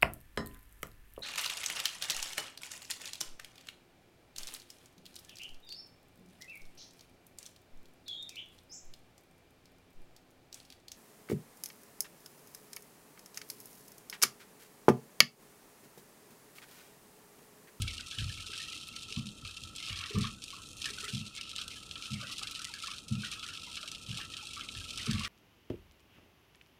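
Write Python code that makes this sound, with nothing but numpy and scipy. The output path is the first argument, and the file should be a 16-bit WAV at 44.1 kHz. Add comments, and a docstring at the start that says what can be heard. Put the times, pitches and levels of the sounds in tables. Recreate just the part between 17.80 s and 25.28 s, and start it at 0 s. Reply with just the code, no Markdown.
"""Rain on the windshield of a moving car, heard from the cabin.
Countless fine drops click on the glass and merge into a gusty patter over a hiss of spray. Large drops
tick, short fuzzy pitched blips come with the louder ones, and the pane rings softly under them.
About once a second the wipers turn round: their arms thud in the cowl and the rubber shudders.
Underneath, the tyres rumble faintly and bumps in the road make the car body boom."""
import sys
import numpy as np
from scipy import signal
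from scipy.fft import rfft, irfft, next_fast_len
from scipy.io import wavfile
from scipy.ndimage import uniform_filter1d

SR = 44100
rng = np.random.default_rng(int(sys.argv[2]) if len(sys.argv) > 2 else 0)


def to_wav(sig):
    """Store sig (one row per channel, or 1-D mono) as 16-bit WAV at the path in sys.argv[1].

    Samples outside -1..1 are clipped; the rate is SR.
    """
    pcm = np.clip(np.atleast_2d(sig), -1, 1) * 32767
    pcm = np.round(pcm).astype(np.int16)
    wavfile.write(sys.argv[1], SR, pcm.T)  # frames by channels


N = 329868
TIME = np.arange(N) / SR
USUAL_RAIN_DB = -48

# how hard the rain blows against the glass: time_s, level_db
GUSTS = [(0, -44), (.17, -47), (.26, -50.5), (.35, -46.5), (.58, -46), (.7, -48), (.84, -45), (1.0, -46.5),
         (1.12, -49), (1.38, -47), (1.46, -52), (1.52, -59.5), (1.6, -58), (1.65, -49.5), (1.83, -53),
         (1.94, -51.5), (2.03, -45), (2.11, -41.5), (2.17, -45), (2.29, -46.5), (2.42, -43), (2.48, -47.5),
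         (2.53, -55), (2.595, -63), (2.625, -50.5), (2.75, -49.5), (2.87, -55.5), (2.95, -55.5),
         (2.99, -51), (3.05, -44.5), (3.14, -48.5), (3.31, -45), (3.43, -47), (3.5, -51.5), (3.58, -46),
         (3.66, -48), (3.79, -46.5), (3.855, -51.5), (3.9, -47), (4.05, -52.5), (4.19, -50.5), (4.37, -46),
         (4.61, -45), (4.75, -48.5), (4.9, -49.5), (5.08, -47), (5.16, -50), (5.205, -56.5), (5.27, -58.5),
         (5.32, -51), (5.41, -47), (5.54, -44.5), (5.65, -48), (5.9, -46.5), (6.25, -51.5), (6.39, -44.5),
         (6.47, -50), (6.62, -47.5), (6.79, -47), (6.89, -52.5), (7.05, -48), (7.17, -43.5), (7.28, -44.5),
         (7.48, -41)]
# how wet the splatter sounds: time_s, wetness_db
WETNESS_CURVE = [(0, -1.5), (0.85, 1), (1.05, -12.5), (1.95, -15), (2.1, 6.5), (2.47, 8.5), (2.6, -10.5),
                 (2.98, -12), (3.06, 7), (3.45, -4.5), (4.3, -4), (4.45, 2), (5.1, 3), (5.25, -12.5),
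                 (5.45, 5.5), (6.0, -1.5), (6.25, -9.5), (6.4, 1.5), (7.05, -5), (7.3, 9.5), (7.48, 9.5)]
# treble ride on the patter and spray: time_s, gain_db
TREBLE_RIDE = [(0, 0.5), (1.15, -0.5), (1.55, -2.5), (1.95, -0.5), (2.58, -2), (2.7, 0.5), (3.3, 3),
               (3.6, -5.5), (3.95, 0), (5.5, -1.5), (7.48, 0)]
# the band that counts as treble: freq_hz, gain_db
TREBLE_BAND = [(4500, -30), (6500, 0)]
# filter that cuts the lows and opens narrow notches when the patter is quiet: freq_hz, gain_db
THINNING_EQ = [(2250, -46), (2430, 3), (2750, 7.5), (2900, -15), (3100, 4), (4680, 1.5), (4890, -9),
               (5100, 1), (7500, 3.5)]
# tone of a click on the glass: freq_hz, level_db
GLASS_SPECTRUM = [(1350, -23.5), (2300, -2), (2660, 5), (3170, 6.5), (5210, 1.5), (7020, -7.5),
                  (8640, -6.5), (15500, -33)]
# narrow dips in the tone of the ticks and hiss: centre_hz, width_hz, gain_db
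TONE_NOTCHES = [(1960, 125, -18), (3650, 99, -2), (4900, 460, -1.5)]
# large drops that tick on the glass: start_s, level_db, treble_share_db, spatter_s
LARGE_DROPS = [(0.02, -29.5, -6, 0.0024), (0.0788, -36.5, -10, 0.0068), (0.11, -42, -8, 0.0045),
               (0.18, -40.5, -16, 0.0094), (0.2082, -38.5, -12, 0.0043), (0.3123, -42, -11.0, 0.018),
               (0.3859, -37, -22, 0.0064), (0.666, -41.5, -7.5, 0.0068), (0.7365, -41.0, -14.0, 0.0097),
               (0.778, -40.5, -7.5, 0.012), (0.8034, -41.0, -12, 0.0076), (0.884, -44, -21, 0.005),
               (0.9227, -42, -11.0, 0.0062), (1.1624, -39.0, -8, 0.004), (1.3249, -34.5, -11, 0.0031),
               (1.3629, -35.5, -17, 0.0038), (1.4685, -43.5, -9, 0.007), (1.4894, -41.5, -7, 0.0028),
               (1.652, -45.0, -16, 0.016), (1.769, -42, -9.5, 0.011), (1.961, -42.0, -1, 0.0085),
               (1.982, -40.5, -15.0, 0.0064), (2.0388, -41, -21, 0.005), (2.0858, -38.5, -10, 0.0035),
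               (2.097, -35.5, -26, 0.005), (2.1287, -36.5, -15, 0.0035), (2.1584, -39.0, -15, 0.0048),
               (2.208, -37.5, -29, 0.0036), (2.2386, -35.5, -22, 0.0042), (2.3861, -39, -2, 0.0036),
               (2.4094, -39.5, -5, 0.009), (2.4345, -40, -19, 0.0037), (2.45, -35, -22, 0.003),
               (2.6202, -45.0, -10, 0.0083), (2.6392, -40.0, -3.5, 0.0069), (2.7045, -43, -9, 0.009),
               (3.0176, -38.5, -8.5, 0.013), (3.0431, -38.0, -14, 0.014), (3.0571, -34.5, -10.0, 0.0077),
               (3.1032, -41, -4.5, 0.0089), (3.1854, -40.5, -10.0, 0.0044), (3.243, -42.5, -1.5, 0.014),
               (3.281, -41.5, -16.0, 0.014), (3.3488, -39.5, -9, 0.0064), (3.379, -36.5, -9, 0.002),
               (3.4643, -46, -8, 0.012), (3.5519, -46.5, -4, 0.021), (3.5739, -41.5, -13.0, 0.011),
               (3.6118, -35.5, -10, 0.0038), (3.694, -47.5, -7, 0.018), (3.715, -40.0, -11.0, 0.0041),
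               (3.7624, -33.5, -9, 0.0026), (3.7824, -42, -13.0, 0.01), (3.815, -38.5, -11.5, 0.0084),
               (3.8798, -40.5, -3, 0.006), (4.1117, -38.0, -14, 0.0049), (4.1565, -40.0, -22, 0.0084),
               (4.224, -43.5, -12, 0.021), (4.2567, -41, -15.0, 0.0068), (4.3343, -41, -9, 0.013),
               (4.4893, -48, -13.0, 0.004), (4.5204, -43, -7, 0.017), (4.5831, -39.5, -6, 0.014),
               (4.633, -33, -8.5, 0.003), (4.6715, -36.5, -10, 0.005), (4.7113, -43.0, -9.5, 0.012),
               (4.7507, -40, -11.0, 0.014), (4.7921, -41.5, -7, 0.0078), (4.818, -40, -1, 0.005),
               (4.845, -36.5, -7, 0.0089), (4.939, -42.5, -8, 0.013), (5.035, -42, -8, 0.011),
               (5.072, -39, -10.5, 0.011), (5.1136, -36.5, -10, 0.004), (5.1365, -42, -11.0, 0.0044),
               (5.1834, -41.5, -7.5, 0.0058), (5.2818, -44, -4.5, 0.007), (5.3533, -44.0, -11, 0.008),
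               (5.447, -37.5, -14, 0.0075), (5.5156, -40, -5, 0.0078), (5.628, -40, -16, 0.0077),
               (5.6782, -45, -6, 0.014), (5.7385, -44.5, -8, 0.0072), (5.774, -39, -13.0, 0.0041),
               (5.956, -41.5, -7.5, 0.0093), (5.9717, -37.5, -19, 0.0061), (6.0294, -40.5, -15, 0.0047),
               (6.0783, -41.5, -10, 0.011), (6.116, -36.5, -5, 0.003), (6.149, -41, -15, 0.0084),
               (6.2935, -43.0, -13.0, 0.0067), (6.3139, -35.5, -17, 0.0027), (6.3453, -45, -13, 0.026),
               (6.373, -42, -7.0, 0.013), (6.4134, -39, -15, 0.0046), (6.4324, -50, -4, 0.0056),
               (6.5381, -38.0, -16, 0.0054), (6.5688, -43.5, -10, 0.02), (6.6703, -41.5, -9, 0.0067),
               (6.734, -45, -8.0, 0.018), (6.81, -40.5, -18, 0.0091), (6.888, -37.0, -19, 0.0059),
               (6.95, -43.5, -14, 0.0094), (6.9771, -42, -9, 0.0043), (7.041, -46, -9, 0.006),
               (7.1064, -40.5, -9.0, 0.0081), (7.1758, -35, -7.5, 0.0041), (7.2647, -38.5, -7, 0.0081),
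               (7.3109, -32.5, -7, 0.0043), (7.332, -43, -3, 0.0095), (7.3818, -38.5, -12, 0.0024),
               (7.3958, -42, -5.5, 0.015), (7.4342, -41, -14.5, 0.007), (7.448, -35.5, -12, 0.0062)]
# short, fuzzy pitched blips that come with the louder drops: start_s, pitch_hz, level_db, rain_swell_db
LOUD_BLIPS = [(.072, 2264, -39.5, 4), (.19, 1430, -45, 3.5), (.32, 1627, -45, 2), (.385, 1625, -42.5, 3.5),
              (.493, 1723, -46, 1.5), (.575, 2285, -43.5, 1), (.727, 1570, -46, 1.5),
              (.793, 1810, -44.5, 0), (0.926, 2100, -52, 1), (1.133, 2180, -50, 1),
              (1.365, 1120, -51.5, 0.5), (1.648, 1277, -45.5, 2), (1.995, 2150, -46, 1),
              (2.071, 1260, -43.5, 2.5), (2.115, 2290, -42, 0), (2.205, 1150, -45, 0),
              (2.228, 1367, -40.5, 0), (2.352, 1167, -38, 2), (2.438, 1178, -36.5, 2),
              (2.727, 1134, -44.5, 1.5), (2.778, 1120, -49, 0), (3.052, 1760, -36, 2.5),
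              (3.175, 1440, -41, 1.5), (3.235, 1310, -38.5, 1), (3.244, 1975, -41, 0),
              (3.566, 2150, -47, 2), (3.579, 1660, -53, -0.5), (3.782, 1335, -41, 6), (3.903, 2140, -49, 2),
              (4.156, 1340, -48.5, 0), (4.228, 1370, -50, 2), (4.355, 2180, -43.5, 0.5),
              (4.402, 1245, -43, 2), (4.427, 1490, -40.5, 0), (4.49, 1226, -45.5, 1), (4.613, 1290, -41, 2),
              (4.789, 1394, -41.5, 1.5), (4.845, 2000, -47, 0), (4.936, 1680, -42.5, 0),
              (5.034, 1312, -38.5, 5), (5.077, 1150, -42, 0), (5.08, 2240, -44, 0), (5.11, 1227, -44, 3.5),
              (5.433, 1490, -37, 2), (5.517, 1310, -43.5, 6), (5.627, 1378, -40.5, 3.5),
              (5.685, 1400, -41.5, 1), (5.967, 1326, -44, 3.5), (6.025, 1330, -44.5, 0),
              (6.325, 1630, -50, 1.5), (6.385, 1150, -47.5, 6), (6.4, 1760, -41, 1),
              (6.576, 1324, -45.5, 4.5), (6.764, 1222, -41, 3), (6.79, 1350, -42.5, 0),
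              (6.815, 2120, -45, 1.5), (6.948, 1730, -52, 2), (7.19, 1980, -43.5, 2.5),
              (7.266, 1280, -38.5, 1), (7.307, 1770, -41.5, 2), (7.406, 1097, -43, 0.5),
              (7.448, 1400, -38, 1), (7.45, 1900, -41, 0)]
# the rough splat under each loud blip: freq_hz, level_db
SPLAT_SPECTRUM = [(900, -50), (1130, -2), (1400, 6), (1850, -9), (2300, 10), (3200, -3), (6000, -26)]
# a few low plops: start_s, pitch_hz, level_db
LOW_PLOPS = [(4.423, 605, -49.5), (4.613, 833, -52), (4.893, 895, -55.5), (5.869, 946, -51.5),
             (6.033, 590, -55), (6.382, 790, -54), (6.623, 835, -53)]
# tiny droplets that snap brightly: start_s, level_db
DROPLET_SNAPS = [(0.021, -32), (1.0812, -35), (2.385, -35), (3.0585, -40), (4.522, -37), (4.7126, -37)]
# tone of a snap: freq_hz, level_db
SNAP_SPECTRUM = [(4000, -23), (9000, 1), (11500, 0), (15500, -9)]
# low resonances of the pane: pitch_hz, width_hz, level_db, drive_db_per_wetness_db
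PANE_MODES = [(1325, 95, -61, 0.2), (1400, 460, -76, 0.5), (1150, 74, -68.5, 3), (1700, 830, -76, 0),
              (2270, 410, -66, 3)]
# hiss of spray all over the car: freq_hz, level_db
SPRAY_SPECTRUM = [(700, -5), (1000, -37), (2050, -42), (2300, -46), (2600, 9), (3200, 5), (4400, 0),
                  (6500, -4), (8800, -3), (12000, -13.5), (15700, -20)]
# the wipers turn round: time_s, level_db, hardness_db, second_arm_lag_s, rebound_lag_s, rebound_db
WIPER_TURNS = [(0.389, -35, -24, 0.035, 0.063, 4.5), (1.368, -23.5, -5, 0.012, 0.083, -15.5),
               (2.355, -22.5, -7.5, 0.01986, 0.051, 0.5), (3.331, -28.5, -10, 0.0165, 0.074, -5.5),
               (4.31, -28.5, -13.5, 0.015, 0.055, -6), (5.308, -24.5, -5.5, 0.00824, .055, -4),
               (6.285, -34, -30, 0.016, .06, -8), (7.279, -24, 1, 0.008, 0.055, 0)]
# a rubber blade judders on the glass: time_s, level_db
BLADE_JUDDERS = [(0.691, -53), (1.31, -53), (2.306, -41.5), (2.345, -40), (2.373, -36.5), (3.101, -51),
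                 (3.231, -48.5), (3.285, -50.5), (7.271, -44)]
# modes of the cowl, a wiper blade and the car body: pitch_hz, level_db, t60_s
COWL_MODES = [(103.2, -2, 0.19), (131.9, 2, 0.19), (161, 0, 0.077), (205.9, 3.5, 0.24), (226, -3, 0.25),
              (305.4, -13.5, 0.16)]
BLADE_MODES = [(343, 4.5, 0.11), (412.2, 10.5, 0.14), (455, 4, 0.1), (528, -17, 0.044)]
BODY_MODES = [(45.4, -6.5, 0.53), (73.5, -6, 0.69), (88.7, 0.5, 0.45), (103.7, 8, 0.1), (182.5, -12, 0.19),
              (221.6, -8.5, 0.13)]
# rubber dragging as the blades flip over: freq_hz, level_db
SHUDDER_SPECTRUM = [(30, -4), (55, -1), (120, 7), (200, 11.5), (300, -11.5), (450, -28), (700, -32),
                    (1500, -56)]
# bumps in the road: time_s, level_db
ROAD_BUMPS = [(0.001, -25), (0.048, -29.5), (0.389, -33), (0.427, -27.5), (0.585, -40.5), (1.643, -38.5),
              (1.833, -42), (2.113, -34.5), (2.19, -45), (2.356, -26.5), (2.406, -32.5), (6.974, -37),
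              (7.19, -42), (7.331, -27)]
# tyre rumble as the road surface changes: time_s, level_db
RUMBLE_RIDE = [(0, -59.5), (1.2, -59), (2.0, -59), (3.0, -59), (4.8, -60), (5.8, -60), (7.48, -56.5)]
# tone of the tyres, a shelf that thins their sub-bass, and the rush of air: freq_hz, level_db
TYRE_SPECTRUM = [(15, -31), (25, -3), (96, 1), (156, -3.5), (210, -3.5), (300, -4), (363, -10.5),
                 (458, -11.5), (647, -18.5), (912, -21.5), (1050, -23.5), (1360, -17), (2310, -95)]
TYRE_SHELF = [(20, -19), (42, -15)]
AIR_SPECTRUM = [(800, -22), (1050, -9), (1300, 0), (1700, -8), (2300, -5), (4000, -14), (15000, -30)]


def patter(rain_db, gain_db=-2.5, fine_follow=0.52, flicker_db=-0.25, spots=24):
    """Countless small drops of uneven size land in clumps all over the glass."""
    hits = impacts(per_s=2600, spread_db=3.2)
    spot = rng.integers(0, spots, N)
    ticks = [unit(tick(treble_db=1.44, scatter_db=4, tail_db=-3, tail_t60=0.011)) for _ in range(spots)]
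    bed = sum(signal.oaconvolve(hits * (spot == k), ticks[k])[:N] for k in range(spots))
    running_rms = np.sqrt(uniform_filter1d(bed ** 2, size=1200) + 1e-12)
    bed *= clumps() / running_rms
    # lighter rain has finer drops, which sound brighter
    treble_db = fine_follow * (USUAL_RAIN_DB - rain_db) + flicker_db * drift(per_s=30)
    return amp(rain_db + gain_db) * ride_treble(bed, treble_db)


def tick(treble_db, scatter_db, tail_db, tail_t60, size=2048):
    """One drop on the pane: a click coloured by where it lands, then its splash."""
    hz, t = np.fft.rfftfreq(size, 1 / SR), np.arange(size) / SR
    ripple = np.interp(hz, np.geomspace(1500, 16000, 30), rng.standard_normal(30))
    colour_db = read(GLASS_SPECTRUM, hz) + notches(hz) + scatter_db * ripple
    colour_db += treble_db * np.clip(np.log2((hz + 1) / 3800), -.4, 1.1)
    splash = rng.standard_normal(size) * amp(-60 * t / tail_t60)
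    splash *= amp(tail_db) / np.linalg.norm(splash)
    splash[0] = 1  # the impact itself
    return signal.fftconvolve(causal(colour_db), splash)[:size]


def notches(hz):
    """Narrow dips in the tone of the ticks and hiss, in dB."""
    return sum(db * np.exp(-((hz - centre) / width) ** 2) for centre, width, db in TONE_NOTCHES)


def impacts(per_s, spread_db):
    """Random clicks, mostly small and a few large."""
    sizes = amp(spread_db * np.minimum(rng.exponential(1, N), 4))
    return sizes * rng.choice([-1, 1], N) * (rng.random(N) < per_s / SR)


def clumps(per_s=72, decay_s=.006, even_share=0.19):
    """Gain of drops landing in clumps: each clump starts at once and thins out quickly."""
    starts = (rng.random(N) < per_s / SR) * rng.uniform(.3, 1, N)
    power = signal.lfilter([1], [1, -np.exp(-1 / (decay_s * SR))], starts)
    return np.sqrt(even_share + (1 - even_share) * power / power.mean())


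def flurries(rise_s=.018, lead_s=.012):
    """The rain's level in dB: slow gusts, plus quick swells of spatter at the loud blips."""
    level_db = curve(GUSTS)
    for start_s, _, _, swell_db in LOUD_BLIPS:
        age = np.maximum(TIME - start_s + lead_s, 0)
        level_db += swell_db * swell(age, rise_s)
    return level_db


def thin_when_quiet(rain, rain_db, midpoint_db=-50, range_db=8):
    """Fades in a filter that cuts the lows and opens narrow notches when the patter is quiet."""
    blend = .5 - .5 * np.tanh((rain_db - midpoint_db) / range_db)
    return (1 - blend) * rain + blend * shaped(rain, lambda hz: read(THINNING_EQ, hz))


def ride_treble(rain, gain_db):
    """Turns the rain's treble up and down."""
    treble = shaped(rain, lambda hz: read(TREBLE_BAND, hz))
    return rain + treble * (amp(gain_db) - 1)


def drops(rain_db, wet_db, medium_db=-45.5, medium_count=100):
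    """Large drops stand out as ticks; medium ones fall at random between them, harder in the gusts."""
    out = np.zeros(N)
    usual_share_db = np.median(np.array(LARGE_DROPS)[:, 2])
    for start_s, db, share_db, spatter_s in LARGE_DROPS:
        hit = drop(share_db - usual_share_db, np.interp(start_s, TIME, wet_db), spatter_s)
        add(out, start_s, amp(db) * hit)
    variations = rng.uniform([-4, -3], [2, 4], (medium_count, 2))
    starts = landing_times(rain_db, follow=0.54, count=medium_count)
    for start_s, (size_db, bright_db) in zip(starts, variations):
        gust_db = min(np.interp(start_s, TIME, rain_db) - USUAL_RAIN_DB, 2)
        hit = drop(bright_db, np.interp(start_s, TIME, wet_db), spatter_s=0.006)
        add(out, start_s, amp(medium_db + size_db + gust_db) * hit)
    return out


def drop(bright_db, wet_db, spatter_s, brightest_db=9, fragment_db=-6.5, count=12):
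    """A tick that crumbles into fragments, over a blip that is louder the duller and wetter it is."""
    click = tick(0.96 * min(bright_db, brightest_db), scatter_db=1.5, tail_db=-6, tail_t60=0.044)
    blows = np.zeros(SR // 10)
    blows[0] = 1  # the main blow; the fragments land after it, ever more sparsely
    quantiles = (np.arange(count) + rng.random(count)) / (count + 1)
    delays_s = -.5 * spatter_s * np.log(1 - quantiles)
    for delay_s, size in zip(delays_s, rng.standard_normal(count)):
        add(blows, delay_s, np.array([size * amp(fragment_db)]))
    spatter = signal.fftconvolve(click, blows)
    blip_db = -20 - 0.23 * bright_db + wet_db
    out = amp(blip_db) * blip(rng.uniform(1400, 2300), tone_db=-10)
    add(out, 0, spatter * np.sqrt(spatter_s * SR) / np.linalg.norm(spatter))
    return out


def loud_blips(blip_db=2.5, splat_db=-9.5, trail_db=-7.5, scatter_s=0.04, scatter_octaves=0.23):
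    """Blips at 1-2.3 kHz come with the louder drops, each with a splat and four softer blips after."""
    out, t = np.zeros(N), np.arange(SR // 8) / SR
    for start_s, hz, db, _ in LOUD_BLIPS:
        add(out, start_s, amp(db + blip_db) * blip(hz))
        splat = swell(t, rise_s=0.003) * noise(SPLAT_SPECTRUM, len(t))
        add(out, start_s, amp(db + splat_db) * splat)
        for late, step in rng.random((4, 2)):
            near_hz = max(hz * 2 ** (scatter_octaves * (3 * step - 1)), 1200)
            add(out, start_s + scatter_s * late, amp(db + trail_db) * blip(near_hz, tone_db=-19))
    return out


def blip(hz, tone_db=-7, tail_db=-6, tail_t60=0.13, width_hz=90, rise_s=.004, ring_cycles=250):
    """A short, fuzzy pitched blip: a dying sine inside a narrow band of noise."""
    t = np.arange(SR // 7) / SR
    ring_t60 = min(ring_cycles / hz, .09)  # the highest tones die sooner
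    ring = np.sin(2 * np.pi * hz * t) * amp(tone_db - 60 * t / ring_t60)
    band = shaped(rng.standard_normal(len(t)), lambda f: -10 * np.log10(1 + ((f - hz) / width_hz) ** 6))
    fade = amp(-60 * t / tail_t60)
    fuzz = fade * band
    fuzz *= amp(tail_db) * np.linalg.norm(fade) / np.linalg.norm(fuzz)
    return (ring + fuzz) * (1 - np.exp(-(t / rise_s) ** 2))


def blips(drive_db, level_db, tone_db, low_hz, high_hz, follow, count):
    """Soft blips of random pitch and level that crowd in where the drive is high."""
    out = np.zeros(N)
    pitches = low_hz + (high_hz - low_hz) * rng.beta(1.6, 1.4, count)
    sizes_db = rng.uniform(-4, 3, count)
    for start_s, hz, size_db in zip(landing_times(drive_db, follow, count), pitches, sizes_db):
        add(out, start_s, amp(level_db + size_db) * blip(hz, tone_db))
    return out


def landing_times(drive_db, follow, count):
    """Random times spread over the whole shower, closer together where the drive is high."""
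    chance = np.cumsum(amp(follow * drive_db))
    return np.interp((np.arange(count) + rng.random(count)) / count, chance / chance[-1], TIME)


def plops(gain_db=4):
    """A few low, fuzzy plops among the drops."""
    out = np.zeros(N)
    for start_s, hz, db in LOW_PLOPS:
        plop = blip(hz, tone_db=-13, tail_db=-4, tail_t60=0.12, width_hz=64)
        add(out, start_s, amp(db + gain_db) * plop)
    return out


def snaps(gain_db=-3, t60=.02):
    """Tiny droplets give a short bright snap."""
    out, t = np.zeros(N), np.arange(1024) / SR
    for start_s, db in DROPLET_SNAPS:
        burst = rng.standard_normal(len(t)) * amp(-60 * t / t60)
        snap = shaped(burst, lambda hz: read(SNAP_SPECTRUM, hz))
        add(out, start_s, amp(db + gain_db) * snap / abs(snap).max())
    return out


def pane(wet_db, rain_db, lull_db=-52, lull_follow=0.95):
    """Drops keep the glass ringing, less in the lulls; wet flurries fill its resonances with a wash."""
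    out, t = np.zeros(N), np.arange(SR // 10) / SR
    hits = impacts(per_s=300, spread_db=3.5)
    hits *= amp(lull_follow * np.minimum(rain_db - lull_db, 0))
    for hz, width_hz, db, wet_follow in PANE_MODES:
        ring = t * np.exp(-np.pi * width_hz * t) * np.sin(2 * np.pi * hz * t)
        out += amp(db) * unit(signal.oaconvolve(hits * amp(wet_follow * wet_db), ring)[:N])
    return out


def spray(rain_db, level_db=-59.5, notch_depth=0.56):
    """Spray all over the car: a smooth hiss that swells with the flurries."""
    hiss = shaped(rng.standard_normal(N), lambda hz: read(SPRAY_SPECTRUM, hz) + notch_depth * notches(hz))
    return amp(level_db + rain_db - USUAL_RAIN_DB) * unit(hiss)


def wipers(thud_db=-3.5, second_arm_db=2.5, shudder_db=-16, judder_db=2, lead_s=0.00697):
    """At each turn the two arms knock in the cowl one after the other, then rebound; blades judder."""
    out = np.zeros(N)
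    for time_s, db, hardness_db, second_lag_s, rebound_lag_s, rebound_db in WIPER_TURNS:
        start_s = time_s - lead_s  # early, as the thud takes a moment to swell
        blow = amp(db + thud_db) * knock(COWL_MODES, hardness_db + 5, rise_s=0.0093)
        rebound = amp(db + thud_db + rebound_db) * knock(COWL_MODES, hardness_db + 2, rise_s=0.022)
        add(out, start_s, blow)
        add(out, start_s, amp(db + shudder_db) * shudder())
        add(out, start_s + second_lag_s, amp(second_arm_db) * blow)
        add(out, start_s + rebound_lag_s, rebound)
    for time_s, db in BLADE_JUDDERS:
        add(out, time_s - lead_s / 2, amp(db + judder_db) * knock(BLADE_MODES, 0, rise_s=0.0051))
    return out


def knock(modes, tilt_db, rise_s):
    """A padded blow into a set of modes; a harder one tilts them up by tilt_db per octave."""
    t = np.arange(SR // 3) / SR
    ring, lowest_hz = np.zeros(len(t)), modes[0][0]
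    for k, (hz, db, t60) in enumerate(modes):
        fade = amp(db + tilt_db * np.log2(hz / lowest_hz) - 60 * t / t60)
        # neighbouring modes start in opposite directions, so the thud swells for a cycle or two
        ring += (-1) ** k * fade * np.sin(2 * np.pi * hz * t)
    ring *= 1 - np.exp(-(t / rise_s) ** 2)
    return ring / abs(ring).max()


def shudder():
    """The rough rumble of rubber dragging as the blades flip."""
    t = np.arange(SR // 3) / SR
    return noise(SHUDDER_SPECTRUM, len(t)) * swell(t, rise_s=0.034)


def bumps(gain_db=-4, lead_s=0.01024):
    """Uneven road makes the car body boom softly."""
    out = np.zeros(N)
    for time_s, db in ROAD_BUMPS:
        add(out, time_s - lead_s, amp(db + gain_db) * knock(BODY_MODES, 0, rise_s=0.0013))
    return out


def road(lump_db=2, air_db=-76.5):
    """Tyre rumble, lumpy with the road surface, and a faint steady rush of air."""
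    rumble = unit(shaped(rng.standard_normal(N), lambda hz: read(TYRE_SPECTRUM, hz) + read(TYRE_SHELF, hz)))
    air = noise(AIR_SPECTRUM, N)
    rumble_db = curve(RUMBLE_RIDE) + lump_db * np.tanh(drift(per_s=6.3))
    return amp(rumble_db) * rumble + amp(air_db) * air


def cabin(x, reverb_db=-14, t60=.35, build_s=.02):
    """The short reverb of the car's inside."""
    t = np.arange(SR // 2) / SR
    tail = rng.standard_normal(len(t)) * amp(-60 * t / t60) * (1 - np.exp(-t / build_s))
    return x + amp(reverb_db) * signal.oaconvolve(x, tail / np.linalg.norm(tail))[:N]


def amp(db):
    """Decibels to gain."""
    return 10 ** (np.asarray(db) / 20)


def unit(x):
    """Scales to rms 1."""
    return x / np.sqrt(np.mean(x ** 2) + 1e-20)


def read(points, hz):
    """A spectrum table's dB at hz, on a log-frequency axis."""
    freqs, db = np.transpose(points)
    return np.interp(np.log(hz + 1), np.log(freqs + 1), db)


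def curve(points):
    """An automation table's value at every sample."""
    return np.interp(TIME, *np.transpose(points))


def swell(t, rise_s):
    """An envelope that reaches 1 at rise_s, then dies away."""
    return t / rise_s * np.exp(1 - t / rise_s)


def drift(per_s):
    """Random wander of rms 1."""
    knots = rng.standard_normal(4096)
    return unit(np.interp(TIME * per_s, np.arange(len(knots)), knots))


def add(mix, start_s, sound):
    """Mixes a sound in at start_s."""
    part = mix[max(round(start_s * SR), 0):][:len(sound)]
    part += sound[:len(part)]


def shaped(x, db_of):
    """Filters x by a function from Hz to dB."""
    size = next_fast_len(len(x))
    return irfft(rfft(x, size) * amp(db_of(np.fft.rfftfreq(size, 1 / SR))), size)[:len(x)]


def noise(spectrum, size):
    """Noise of rms 1, coloured by a spectrum table."""
    return unit(shaped(rng.standard_normal(size), lambda hz: read(spectrum, hz)))


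def causal(db):
    """The minimum-phase impulse response that has this dB spectrum."""
    log_gain = np.log(amp(np.maximum(db, -90)))
    mirrored = np.concatenate([log_gain, log_gain[-2:0:-1]])
    return np.fft.ifft(np.exp(np.conj(signal.hilbert(mirrored)))).real


def scene():
    """The mono mix: rain up front, wipers and bumps in the cabin's reverb, the road underneath."""
    rain_db, wet_db = flurries(), curve(WETNESS_CURVE)
    bed = thin_when_quiet(patter(rain_db) + spray(rain_db), rain_db)
    rain = ride_treble(bed, curve(TREBLE_RIDE))
    rain += drops(rain_db, wet_db) + snaps() + loud_blips() + plops() + pane(wet_db, rain_db)
    rain += blips(rain_db, level_db=-44.5, tone_db=-11.5, low_hz=2183, high_hz=3510, follow=1.9, count=170)
    rain += blips(wet_db, level_db=-56, tone_db=3, low_hz=1083, high_hz=2435, follow=2.5, count=130)
    return (rain + cabin(wipers() + bumps()) + road())[None]


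def record(dry, low_cut_hz=18, high_cut_hz=15650):
    """A gentle low cut and a steep high cut on the whole mix."""
    low_cut = signal.butter(2, low_cut_hz, "highpass", fs=SR, output="sos")
    high_cut = signal.firwin(511, high_cut_hz, window=("kaiser", 9), fs=SR)
    return signal.oaconvolve(signal.sosfilt(low_cut, dry), high_cut[None], "same")


dry = scene()
out = record(dry)
to_wav(out)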